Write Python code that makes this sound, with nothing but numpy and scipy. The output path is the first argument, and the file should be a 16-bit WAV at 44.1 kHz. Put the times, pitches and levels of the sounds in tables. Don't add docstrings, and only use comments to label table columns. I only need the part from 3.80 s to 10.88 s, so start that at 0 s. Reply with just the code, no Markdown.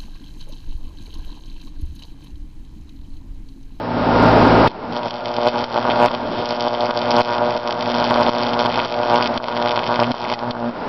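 import sys
import numpy as np
from scipy import signal
from scipy.fft import rfft, irfft
from scipy.io import wavfile
from scipy.ndimage import uniform_filter1d, map_coordinates

SR = 44100
rng = np.random.default_rng(int(sys.argv[2]) if len(sys.argv) > 2 else 0)


def gain_from_db(level_db):
    decades = np.asarray(level_db, float) / 20
    return 10 ** decades


def master_out(mix):
    frames = np.transpose(np.atleast_2d(mix))
    ceiling = np.clip(frames, -1, 1)
    pcm = np.round(ceiling * 32767).astype(np.int16)
    wavfile.write(sys.argv[1], SR, pcm)


N = 312228
T = np.arange(N) / SR
COARSE = T[::32]

STRIKES_HZ, FIRST_STRIKE_S = 120.016, .0010
THUMP_MS, SHORT_CRACK_MS, LONG_CRACK_MS, SWITCH_S = .7, -1.55, .15, .04
LAG_MS_PER_DB, EARLY_SHARE = .03, .13
LIT_S, OUT_S = 1.132, 6.91
# centre_s, half_width_s, delay_ms
TUGS = [
    (1.87, .05, -1),
    (2.0, .1, 1.1),
    (3.98, .08, .5),
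    (5.37, .06, .7),
    (5.54, .07, .8),
    (6.27, .08, .8),
    (6.53, .1, -.6),
    (6.65, .08, 1.2),
    (6.9, .14, 1.5),
]
# start_s, end_s
LONG_SPANS = [
    (1.88, 2.11),
    (2.24, 2.29),
    (3.47, 3.56),
    (3.87, 5.03),
    (5.24, 5.28),
    (5.35, 7.0),
]

# time_s, restrike_db, current_db
ARC = [(1.1, -31, -24.5), (1.4, -32, -24.5), (1.68, -31.5, -24), (2.0, -34, -27.5), (2.3, -34, -29),
       (2.47, -38, -28.5), (2.6, -32.5, -31.5), (3.0, -35, -37.5), (3.4, -30.5, -29), (3.8, -35.5, -35.5),
       (4.15, -28, -23.5), (4.4, -29.5, -26), (5.0, -29, -33), (5.2, -33.5, -43.5), (5.45, -29.5, -27.5),
       (5.9, -37, -37), (6.5, -29, -33), (6.7, -44.5, -31), (6.9, -43.5, -21)]
# peak_s, rise_s, fall_s, thump_db, brightness_db
SHORT_FLARES = [(1.17, 0.06, 0.051, -22.5, 7), (1.268, 0.02, 0.0041, -15, -19),
                (1.35, 0.029, 0.038, -17.5, -25), (1.47, 0.066, 0.16, -19, -19.5),
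                (1.598, 0.12, 0.052, -26.5, -2.5), (1.674, 0.078, 0.016, -7, -22),
                (1.759, 0.036, 0.098, -22, -1.5), (2.342, 0.013, 0.007, -16, -5),
                (2.581, 0.089, 0.087, -29, -6.5), (2.729, 0.18, 0.0163, -24.5, 2.5),
                (2.878, 0.11, 0.013, -17, -9), (2.94, 0.054, 0.019, -17.5, -5.5),
                (3.05, 0.087, 0.022, -15, -18), (3.103, 0.017, 0.042, -21.5, 12),
                (3.181, 0.052, 0.031, -16.5, -10), (3.403, 0.13, 0.037, -11, -3),
                (3.49, 0.024, 0.15, -26, 13), (3.632, 0.053, 0.11, -18, -7), (3.77, 0.029, 0.03, -23.5, -8),
                (5.2, 0.13, 0.1, -17, -11), (5.345, 0.088, 0.04, -12.5, -1.5),
                (5.641, 0.095, 0.022, -24, -7), (5.73, 0.049, 0.087, -35.5, 18.5),
                (5.849, 0.081, 0.08, -18, -2.5)]
# peak_s, rise_s, fall_s, thump_db, brightness_db
LONG_FLARES = [(1.981, 0.047, 0.021, -16, 0.5), (2.089, 0.045, 0.039, -22.5, 13),
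               (2.252, 0.073, 0.013, -9, -0.5), (3.879, 0.057, 0.08, -19.5, 7.5),
               (4.1, 0.38, 0.081, -22, -10), (4.23, 0.14, 0.039, -22, 9), (4.333, 0.039, 0.026, -21, -3.5),
               (4.408, 0.084, 0.031, -17.5, 5), (4.488, 0.025, 0.069, -17, 4),
               (4.602, 0.26, 0.12, -24.5, 2), (4.818, 0.11, 0.024, -18, 3), (4.901, 0.04, 0.009, -18, -3.5),
               (4.989, 0.025, 0.044, -27.5, 16.5), (5.42, 0.1, 0.028, -27.5, 17),
               (5.497, 0.036, 0.032, -25, 0), (5.562, 0.05, 0.015, -33, -8), (5.98, 0.11, 0.043, -28.5, 16),
               (6.109, 0.034, 0.076, -22, 11.5), (6.226, 0.022, 0.013, -13, 5),
               (6.31, 0.036, 0.014, -27, -11), (6.44, 0.073, 0.12, -30.5, 14),
               (6.522, 0.019, 0.012, -23, -1), (6.639, 0.088, 0.064, -21.5, 1.5),
               (6.85, 0.18, 0.061, -22, -15)]
EMBER_DB, EMBER_BRIGHT_DB = -37, 7.5
SLOPE_DB = 10
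MID_DB, SIZZLE_SHARE, HUM_SHARE = -21, 0.22, 0.19
CUT_SHARE = 0.6
# centre_s, half_width_s, depth_db
LULLS = [(1.21, 0.02, 16), (1.43, 0.02, 14), (1.87, 0.043, 3), (2.43, 0.046, 4), (2.63, 0.016, 8),
         (2.78, 0.014, 13), (2.93, 0.025, 4), (3.08, 0.016, 4), (3.6, 0.048, 11), (3.83, 0.047, -4),
         (3.96, 0.064, 7.5), (4.76, 0.072, 12), (4.88, 0.017, 19), (5.511, 0.068, 19), (5.17, 0.057, 7),
         (5.61, 0.061, 6), (6.05, 0.026, -1), (6.29, 0.062, 6), (6.57, 0.022, 6)]

# mode_hz, width_hz, level_db
DULL_MODES = [
    (250, 52, -10),
    (618, 61, 0.5),
    (713, 140, 8.5),
]
# mode_hz, width_hz, level_db
BRIGHT_MODES = [
    (936, 120, 5),
    (1090, 160, 2.5),
    (1359, 49, 5),
    (1490, 110, -3),
]
DRIFT = .035
# delay_s, level_db
ECHOES = [
    (.002, -18.5),
    (.00335, -13),
    (.0063, -18),
]
DIRECT_DB = -9
# time_s, pitch_hz, level_db
POCKET = [(1.1, 645, -4), (1.13, 768, 0.5), (1.7, 666, -9), (1.73, 832, 2), (2.16, 714, -4),
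          (3.46, 690, -6.5), (3.53, 823, -7.5), (3.62, 676, -1), (4.99, 780, -4), (5.2, 665, -7),
          (5.48, 866, -2.5), (5.53, 727, -1), (5.99, 713, -4.5), (6.02, 842, -5.5), (6.3, 713, -1.5),
          (6.52, 850, -1), (6.87, 642, -4), (6.95, 800, -2)]
POCKET_WIDTH_HZ = 140
# time_s, peak_db
BLOWS = [(1.583, -4), (1.667, -12), (1.676, -9), (1.741, -5), (1.941, -7), (1.958, -1), (2.05, -2.5),
         (2.092, -3), (2.133, -3), (2.2, -5.5), (2.251, -13), (2.259, -7), (2.309, -6.5), (2.867, -13),
         (3.385, -4.5), (3.393, -16), (3.401, -13), (3.592, -8), (4.216, -4), (4.308, 2), (4.317, 0.5),
         (4.358, 2), (4.417, 0), (4.466, 0), (4.493, -3), (4.583, -13), (4.849, -1), (4.858, -0.5),
         (4.975, -2), (5.049, -10), (5.333, -17), (5.342, -8), (5.351, -3), (5.567, -9), (5.601, -11.5),
         (5.684, -5.5), (5.774, -13), (6.074, -24), (6.166, -8.5), (6.192, 1.5), (6.2, -4), (6.225, -16),
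         (6.275, -9), (6.308, -7), (6.341, -10), (6.626, -8), (6.643, -13), (6.676, -11), (6.751, -10),
         (6.768, -11), (6.826, -10)]

# frequency_hz, density_db (per Hz)
SNAP_COLOUR = [(300, -9), (1200, -2), (1900, -7), (2500, -2.5), (3300, 4), (4000, -3.5), (5300, -4.5),
               (6400, -13.5)]
# delay_s, level_db
SNAP_ECHOES = [
    (.00043, -13),
    (.0009, -9),
    (.00195, -11),
    (.0028, -16),
    (.0036, -17),
    (.0063, -20),
]
CRACK_EDGE, CRACK_T60_S = 13, .009
USUAL_TILT_DB, SPLIT_HZ = -5, 3900
# time_s, peak_db
TICKS = [
    (.899, -25),
    (.907, -23),
    (.9155, -26),
    (2.2597, -8),
    (4.8591, -8),
    (5.4255, -2),
    (6.2005, -2),
]
# time_s, peak_db, treble_over_mid_db
LOUD_CRACKS = [(1.1657, -10, 3), (1.1744, -14, -2), (1.2326, -19, -8), (1.2834, -11, -7.5),
               (1.3084, -7, -1.0), (1.4577, -7, 4), (1.5409, -14, 18), (1.5662, -9.5, 3),
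               (1.6326, -21, 1), (1.6574, -8, 1), (1.6679, -10, -11), (1.674, -7, -4), (1.6846, -4.5, -5),
               (1.6916, -17, -3), (1.7661, -19, -9.5), (1.8417, -5, 0), (1.9433, -12, -5),
               (1.9674, -9, -4), (1.9764, -10, -7), (2.0277, -12, -6), (2.1008, -7, -16),
               (2.1086, -9, -20), (2.1174, -12, -19), (2.1589, -13, -8), (2.2597, -17, -9),
               (2.2837, -9, -17), (2.3153, -11, -7.0), (2.3494, -6, -6), (2.624, -18, -12),
               (2.6575, -14, 11), (2.6907, -12, 19), (2.7074, -11, 16), (2.7992, -22, 3),
               (2.8077, -7.5, 11), (2.8241, -14, 13), (2.883, -13, 7), (2.9496, -10, -11),
               (3.0076, -8.5, 10), (3.0494, -14, -6), (3.0576, -8, -2), (3.0661, -10, -2),
               (3.1094, -7, -7), (3.1741, -8, 14), (3.1909, -11, 13), (3.2171, -5, -5), (3.3075, -3, 11),
               (3.3159, -1.5, -1), (3.366, -5.5, 9), (3.3995, -30, -2), (3.4078, -9, -6),
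               (3.4162, -25, -12), (3.4489, -15, 2), (3.5256, -12.5, -22), (3.542, -11.5, -17),
               (3.5487, -18, -6), (3.5822, -8.5, -7),
               (3.7071, -8.5, -14), (3.7239, -21, -8), (3.776, -13, 0), (3.8753, -5, 1), (3.9084, -5, -3),
               (3.9254, -6, -3), (4.009, -6.5, 3), (4.0248, -9, -7), (4.059, -7, -12), (4.0758, -13, -14),
               (4.109, -13, -6), (4.117, -12, 6), (4.143, -8, -5), (4.1501, -9, 6), (4.1752, -18, 2),
               (4.1906, -16, -3), (4.2, -8, 2), (4.2087, -15, 0), (4.242, -5, -11), (4.25, -7, -9),
               (4.2587, -19, -16), (4.3079, -7, -16), (4.342, -7, -11), (4.374, -7, -5), (4.4153, -11, -14),
               (4.4256, -7, -9.5), (4.432, -7, 5), (4.4654, -6, -9), (4.483, -11, 1.0), (4.4997, -10, -2.0),
               (4.534, -15, -9), (4.55, -13, 2), (4.5758, -21, -3), (4.5923, -23, -15), (4.6173, -14, -2.0),
               (4.626, -17, 7), (4.6336, -4, -1), (4.641, -16, -6.0), (4.667, -10, 3), (4.685, -13, -1.5),
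               (4.6915, -7.5, -5), (4.7343, -6, -5.0), (4.741, -9, -5), (4.7922, -4, 0), (4.8, -5, -5),
               (4.808, -5, -2), (4.86, -12, -17.5), (4.8659, -9, -7), (4.901, -17, -25), (4.925, -13, -22),
               (4.9423, -8, -18), (4.9577, -12, -21), (4.992, -10, -21), (5.0005, -9, -15),
               (5.0491, -7, -2), (5.057, -10, -8),
               (5.1238, -11, -9), (5.1422, -11, -16), (5.1893, -15, -9), (5.2337, -14, -20),
               (5.2746, -19, -5), (5.3317, -20, -7.0), (5.3588, -3, -8.0), (5.3667, -11, 4),
               (5.3843, -10, 0), (5.3926, -15, -3), (5.4095, -16, -7), (5.4259, -4, -5), (5.443, -7, -5),
               (5.459, -3, -10), (5.4663, -7, -10), (5.4741, -3, -3), (5.541, -12, 1), (5.5765, -4.5, -4),
               (5.6416, -8.5, -5), (5.684, -9.5, -15), (5.715, -20, -12), (5.725, -15, -14),
               (5.767, -12.5, -13), (5.7744, -6, -10), (5.8168, -11, -2), (5.8249, -7, -9),
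               (5.86, -9.5, -13), (5.875, -6, -10), (5.885, -8, 0), (5.8928, -5.5, -9), (5.909, -6, -6),
               (5.917, -5, -3), (5.9246, -14, 3), (5.96, -6, -1), (5.9662, -5, -11), (5.976, -10, -17),
               (5.992, -5, -9), (6.0338, -11, -11), (6.041, -8.5, -14), (6.0658, -7, -9.5),
               (6.0753, -5.5, -4), (6.116, -21, -1), (6.1424, -10, -14), (6.1588, -3, -7),
               (6.2004, -14, -6), (6.2345, -9, -15), (6.243, -10, -18), (6.317, -6.5, -3),
               (6.3493, -20.4, 5), (6.4502, -11, -18), (6.5003, -4.5, -7), (6.5173, -8, -9),
               (6.526, -7, -10), (6.539, -8, -4), (6.5917, -12.5, 0), (6.7093, -7.5, 1)]

# multiple (of the strike rate), level_db
HUM = [
    (1, -27),
    (2, 4.5),
    (3, -13.5),
]
# tear_s, rise_s, fall_s, throb_db, hum_db
THROB = [
    (6.316, 0.096, 0.0016, -21.5, -24.5),
    (6.705, 0.06, 0.0074, -25, -29),
    (6.87, 0.06, .03, -28, -33),
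]
# peak_s, rise_s, fall_s, level_db
SWISH = [
    (2.6, 0.11, 0.04, -35.5),
    (2.72, 0.061, .08, -36),
]
CHIRP_S, CHIRP_HZ, CHIRP_FALL_HZ_PER_S, CHIRP_DB = 6.538, 2280, 30000, -31

# frequency_hz, density_db (per Hz)
ROAR = [(18, -48.5), (30, -27), (49, -39), (80, -15.5), (107, -9.5), (171, -5.5), (195, -7.5), (239, 5),
        (319, -7.5), (570, 0), (833, 0.5), (911, 0.5), (1820, -18.5), (5070, -25.5), (6200, -47.5),
        (8060, -74.5), (13600, -120)]
# mode_hz, width_hz, level_db
ROAR_PEAKS = [
    (272, 30, -17.5),
    (598, 81, 2),
    (883, 46, -2),
    (1384, 44, -7),
]
# turns_per_s, then rows of multiple, level_db
MOTORS = [
    (55.6, [(1, -9), (2, -2), (3, -5), (5, -6), (7, -11), (9, -7)]),
    (59.15, [(11, -5), (12, -10), (13, -6), (15, -7), (16, -6), (18, -12), (21, -8), (23, -13), (24, -13), (27, -15)]),
]
SAG_DB, ROAR_SAG_DB = -10, -3
# time_s, level_db
TRANSFORMER = [
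    (0, -4),
    (.15, 11),
    (.3, 0.5),
    (.47, 5),
    (.6, -2.5),
    (.72, 7),
    (.87, -4.5),
    (1.0, -1),
    (7.08, -23),
]
TRANSFORMER_HZ = 240.0
# start_s, end_s, over_drone_db
IDLE = [
    (-.1, 0.88, 3),
    (0.875, 1.15, 7),
    (2.413, 2.653, 4.5),
    (6.915, 7.2, 4.5),
]
IDLE_HZ, IDLE_WIDTH_HZ, IDLE_EDGE_S = 304, 400, 0.038
BOOM_HZ, BOOM_WIDTH_HZ, BOOM_DB = 265, 35, -3

# time_s, cut_db, drone_db (climbed back to), recovery_s, fizz_db
CUTS = [(0, 15.5, -21.5, 0.44, -79), (0.877, 18.5, -28, 0.34, -21.5), (1.285, 15, -25, 0.56, -34),
        (1.691, 11, -29, 0.051, -24), (1.847, 14.5, -27, 0.13, -29), (2.286, 3.5, -32.5, 0.13, -51),
        (2.645, 4, -36, 0.028, -55), (2.883, 6, -32.5, 0.089, -34), (3.113, 11.5, -27.5, 0.097, -68.5),
        (3.418, 21.5, -32, 0.033, -27), (3.781, 13, -26.5, 0.27, -66), (4.497, 22.5, -30, 0.031, -30),
        (5.062, 9, -29.5, 0.13, -63), (5.581, 18, -31.5, 0.077, -34), (6.32, 14, -30, 0.13, -30),
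        (6.54, 15, -28, 0.16, -24), (6.715, 12, -32, 0.13, -34), (6.901, 11.5, -30, 0.2, -78)]
SQUASH = .85
LIMIT, OFFSET, EDGE_HZ = .715, -.0033, 5720


def thump(level_db, bright_db):
    lag_s = LAG_MS_PER_DB * (level_db - MID_DB) / 1000
    clicks = strikes(column=1, jitter_s=.00007, spread_db=1.7, lag_s=lag_s)
    s, hz, db = np.transpose(POCKET)
    pocket_ring = ring(clicks, [(0.99, POCKET_WIDTH_HZ, 19)], np.interp(T, s, hz))
    pocket = gain_from_db(np.interp(T, s, db)) * evened(pocket_ring)
    dull = evened(ring(clicks, DULL_MODES, 1 + DRIFT * wander(7.7)))
    bright = evened(ring(clicks, BRIGHT_MODES, 1 + DRIFT * wander(17)))
    return gain_from_db(level_db - 4.0) * (dull + pocket + gain_from_db(bright_db - 4.0) * bright)


def blows():
    clicks = events([(moment(s + .0012, column=1) + 0.00036, db) for s, db in BLOWS], -12.0)
    return ring(clicks, DULL_MODES) + gain_from_db(9.5) * ring(clicks, BRIGHT_MODES)


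def sizzle(level_db):
    clicks = gain_from_db(level_db - 0.5) * strikes(column=2, jitter_s=.00008, spread_db=1.54, early=EARLY_SHARE)
    rough = snaps(clicks, edge=CRACK_EDGE, t60=CRACK_T60_S)
    half_cycle = ((T + .003) * STRIKES_HZ).astype(int)
    sharp_db = 3.5 * np.clip(rng.standard_normal(half_cycle[-1] + 1), -2, 2)
    sharp = uniform_filter1d(gain_from_db(sharp_db)[half_cycle], 40)
    treble = signal.oaconvolve(rough, signal.firwin(31, SPLIT_HZ, pass_zero=False, fs=SR), "same")
    return (rough + (sharp - 1) * treble) * gain_from_db(2.0)


def cracks():
    rows = LOUD_CRACKS
    out = snaps(events(TICKS, -14.0), edge=8, t60=.008)
    for side in (-1, 1):
        tilted = [(s, db + side * (tilt_db - USUAL_TILT_DB) / 2) for s, db, tilt_db in rows]
        half = signal.firwin(31, SPLIT_HZ, pass_zero=side < 0, fs=SR)
        spikes = snaps(events(tilted, -18.5), edge=CRACK_EDGE, t60=CRACK_T60_S)
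        out += signal.oaconvolve(spikes, half, "same")
    fizz = events([(row[0] - .003, row[-1]) for row in CUTS[1:]], 2.2)
    return out + snaps(fizz, edge=0, t60=0.033)


def hum(level_db):
    late_s = np.interp(T, COARSE, delay(COARSE, column=1))
    angle = 2 * np.pi * STRIKES_HZ * (T - late_s + THUMP_MS / 1000)
    orders = sum(gain_from_db(db) * np.cos(k * angle + phase) for (k, db), phase in zip(HUM, (2.4, .9, .9)))
    throb_db, swell_db = swells(THROB)
    return (gain_from_db(level_db - 1.5) + gain_from_db(swell_db)) * orders + gain_from_db(throb_db - 3.0) * np.cos(angle + 1.8)


def flame(level_db):
    return gain_from_db(level_db - 28.5) * evened(resonate(rng.standard_normal(N), 120, 70))


def hiss():
    gas = evened(signal.oaconvolve(rng.standard_normal(N), colour(SNAP_COLOUR), "same"))
    t = np.clip(T - CHIRP_S, 0, .018)
    envelope = np.sin(np.pi * (t / .018) ** .5)
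    whistle = np.sin(2 * np.pi * (CHIRP_HZ - CHIRP_FALL_HZ_PER_S * t / 2) * t) * envelope
    return gain_from_db(swells(SWISH)[0]) * gas + gain_from_db(CHIRP_DB) * whistle


def flares():
    rows = [(s, rise, fall, db, db + bright_db)
            for s, rise, fall, db, bright_db in SHORT_FLARES + LONG_FLARES]
    low_db, high_db = swells(rows)
    low = np.hypot(gain_from_db(low_db), gain_from_db(EMBER_DB))
    high = np.hypot(gain_from_db(high_db), gain_from_db(EMBER_DB + EMBER_BRIGHT_DB))
    return 20 * np.log10(low), 20 * np.log10(high / low)


def strikes(column, jitter_s, spread_db, lag_s=0, early=0):
    count = int(N / SR * STRIKES_HZ) - 2
    late, size = rng.standard_normal((count, 2)).T
    zero = FIRST_STRIKE_S + np.arange(1, count + 1) / STRIKES_HZ
    at = np.where(rng.random(count) < early, zero + SHORT_CRACK_MS / 1000, moment(zero, column))
    at += jitter_s * late + np.interp(zero, T, lag_s + 0 * T)
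    return np.bincount((at * SR).astype(int), gain_from_db(spread_db * np.clip(size, -2, 2)), N)


def moment(s, column):
    zero = FIRST_STRIKE_S + np.round((s - FIRST_STRIKE_S) * STRIKES_HZ) / STRIKES_HZ
    return zero + delay(zero, column)


def delay(s, column):
    long = sum(np.clip(np.minimum(s - a, b - s) / SWITCH_S + .5, 0, 1) for a, b in LONG_SPANS)
    crack_ms = SHORT_CRACK_MS + (LONG_CRACK_MS - SHORT_CRACK_MS) * long
    return (bumps(TUGS, s) + (THUMP_MS if column == 1 else crack_ms)) / 1000


def events(rows, db):
    s, peak_db = np.transpose(rows)
    return np.bincount((s * SR).astype(int), gain_from_db(peak_db + db), N)


def ring(clicks, modes, shift=1):
    push = signal.oaconvolve(clicks, signal.windows.hann(round(.0009 * SR)))[round(.0004 * SR):][:N]
    pulses = -signal.lfilter(*signal.butter(1, 150, "high", fs=SR), push)
    rung = sum(gain_from_db(db) * resonate(pulses, f * shift, w) for f, w, db in modes)
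    return echoed(gain_from_db(DIRECT_DB) * pulses + rung, ECHOES)


def snaps(clicks, edge, t60):
    sparks = signal.oaconvolve(clicks, gain_from_db(-60 * T[:3000] / t60))[:N] * rng.standard_normal(N)
    return echoed(signal.oaconvolve(sparks - edge * clicks, colour(SNAP_COLOUR), "same"), SNAP_ECHOES)


def echoed(x, echoes):
    out = x.copy()
    for s, db in echoes:
        lag = round(s * SR)
        out[lag:] += gain_from_db(db) * x[:N - lag]
    return out


def resonate(x, hz, width):
    turn = np.exp(2j * np.pi * np.cumsum(hz + 0 * x) / SR)
    r = np.exp(-np.pi * width / SR)
    return 2 * (turn * signal.lfilter([1 - r], [1, -r], x / turn)).real


def colour(points):
    gain = gain_at(points, np.fft.rfftfreq(1024, 1 / SR))
    cepstrum = irfft(np.log(np.maximum(gain, gain_from_db(-32))))
    folded = cepstrum * np.r_[1, 2 * np.ones(511), 1, np.zeros(511)]
    spike = np.roll(irfft(np.exp(rfft(folded))), 125)[:257]
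    return evened(spike * signal.windows.hann(257)) / 16


def gain_at(points, hz):
    f, db = np.transpose(points)
    return gain_from_db(np.interp(np.log(hz + 1), np.log(f + 1), db, -90, -90))


def swells(rows):
    s, rise, fall, *levels = np.transpose(rows)[:, :, None]
    shape_db = -SLOPE_DB * np.maximum((s - COARSE) / rise, (COARSE - s) / fall)
    powers = [(gain_from_db(db + shape_db) ** 2).sum(0) for db in levels]
    return [np.interp(T, COARSE, 10 * np.log10(power + 1e-12)) for power in powers]


def bumps(rows, s):
    return sum(height * np.maximum(1 - abs(s - at) / width, 0) for at, width, height in rows)


def wander(hz):
    knots = rng.standard_normal(400)
    return evened(map_coordinates(knots, [T * hz], order=3, mode="wrap"))


def evened(x):
    return x / np.sqrt(np.mean(x ** 2) + 1e-20)


def drone():
    hz = np.fft.rfftfreq(N, 1 / SR)
    roar = evened(irfft(rfft(rng.standard_normal(N)) * gain_at(ROAR, hz), N))
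    white = rng.standard_normal(N)
    casing = sum(gain_from_db(db) * evened(resonate(white, f, w)) for f, w, db in ROAR_PEAKS)
    out = gain_from_db(6.5 + 0.7 * wander(30)) * roar + casing
    out *= gain_from_db(ROAR_SAG_DB * (T > LIT_S) * (T < OUT_S))
    loaded = T > CUTS[1][0]
    for (turns, orders), sag_db in zip(MOTORS, (SAG_DB, SAG_DB / 2)):
        angle = 2 * np.pi * np.cumsum(turns * (1 + 0.00154 * wander(4))) / SR
        for k, db in orders:
            level_db = db + 4.0 + 0.34 * wander(20) + sag_db * loaded
            out += gain_from_db(level_db) * np.sin(k * angle + 2 * np.pi * rng.random())
    transformer = np.sin(2 * np.pi * TRANSFORMER_HZ * T)
    return out + gain_from_db(np.interp(T, *np.transpose(TRANSFORMER))) * transformer


def idle():
    level = sum(gain_from_db(db) * np.clip(np.minimum(COARSE - a, b - COARSE) / IDLE_EDGE_S + .5, 0, 1)
                for a, b, db in IDLE)
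    white = rng.standard_normal(N)
    once = resonate(white, IDLE_HZ, IDLE_WIDTH_HZ)
    rattle = evened(resonate(once, IDLE_HZ, IDLE_WIDTH_HZ))
    boom = gain_from_db(BOOM_DB) * evened(resonate(white, BOOM_HZ, BOOM_WIDTH_HZ)) * (T < CUTS[1][0])
    return np.interp(T, COARSE, level) * gain_from_db(1.3 * wander(25)) * rattle + boom


def automatic_gain():
    s, cut_db, top_db, recover_s, _ = np.transpose(CUTS)
    last = np.maximum(np.searchsorted(s, T, "right") - 1, 0)
    since = (T - s[last]) / recover_s[last]
    dip_db = -cut_db[last] * np.where(last > 0, np.exp(-since), np.maximum(1 - since, 0))
    return top_db[last] + dip_db, dip_db


def scene():
    drone_db, dip_db = automatic_gain()
    thump_db, bright_db = flares()
    s, strike_db, current_db = np.transpose(ARC)
    sizzle_db = np.interp(T, s, strike_db) + SIZZLE_SHARE * (thump_db - MID_DB) + CUT_SHARE * dip_db
    sizzle_db -= np.interp(T, COARSE, bumps(LULLS, COARSE))
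    hum_db = np.interp(T, s, current_db) + HUM_SHARE * (thump_db - MID_DB) + dip_db
    burning = np.interp(T, [LIT_S - .03, LIT_S, OUT_S, OUT_S + 0.013], [0, 1, 1, 0])
    steady = thump(thump_db + CUT_SHARE * dip_db, bright_db) + sizzle(sizzle_db) + hum(hum_db) + flame(hum_db)
    arc = burning * steady + blows() + hiss()
    gain = gain_from_db(drone_db)
    settle = signal.lfilter([1, -1], [1, -.998], gain - gain[0])
    slow = arc + gain * (drone() + idle()) + .5 * settle
    squashed = slow / (1 + (slow / SQUASH) ** 6) ** (1 / 6)
    return (squashed + cracks())[None]


def top_cut(x):
    return signal.sosfilt(signal.butter(12, 15830, fs=SR, output="sos"), x)


def record(dry):
    low_pass = signal.firwin(161, EDGE_HZ, window=("kaiser", 5), fs=SR)
    narrow = signal.oaconvolve(dry, low_pass[None], "same")
    limited = np.clip(narrow, -LIMIT, LIMIT) + OFFSET
    return top_cut(limited)


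dry = scene()
out = record(dry)
master_out(out)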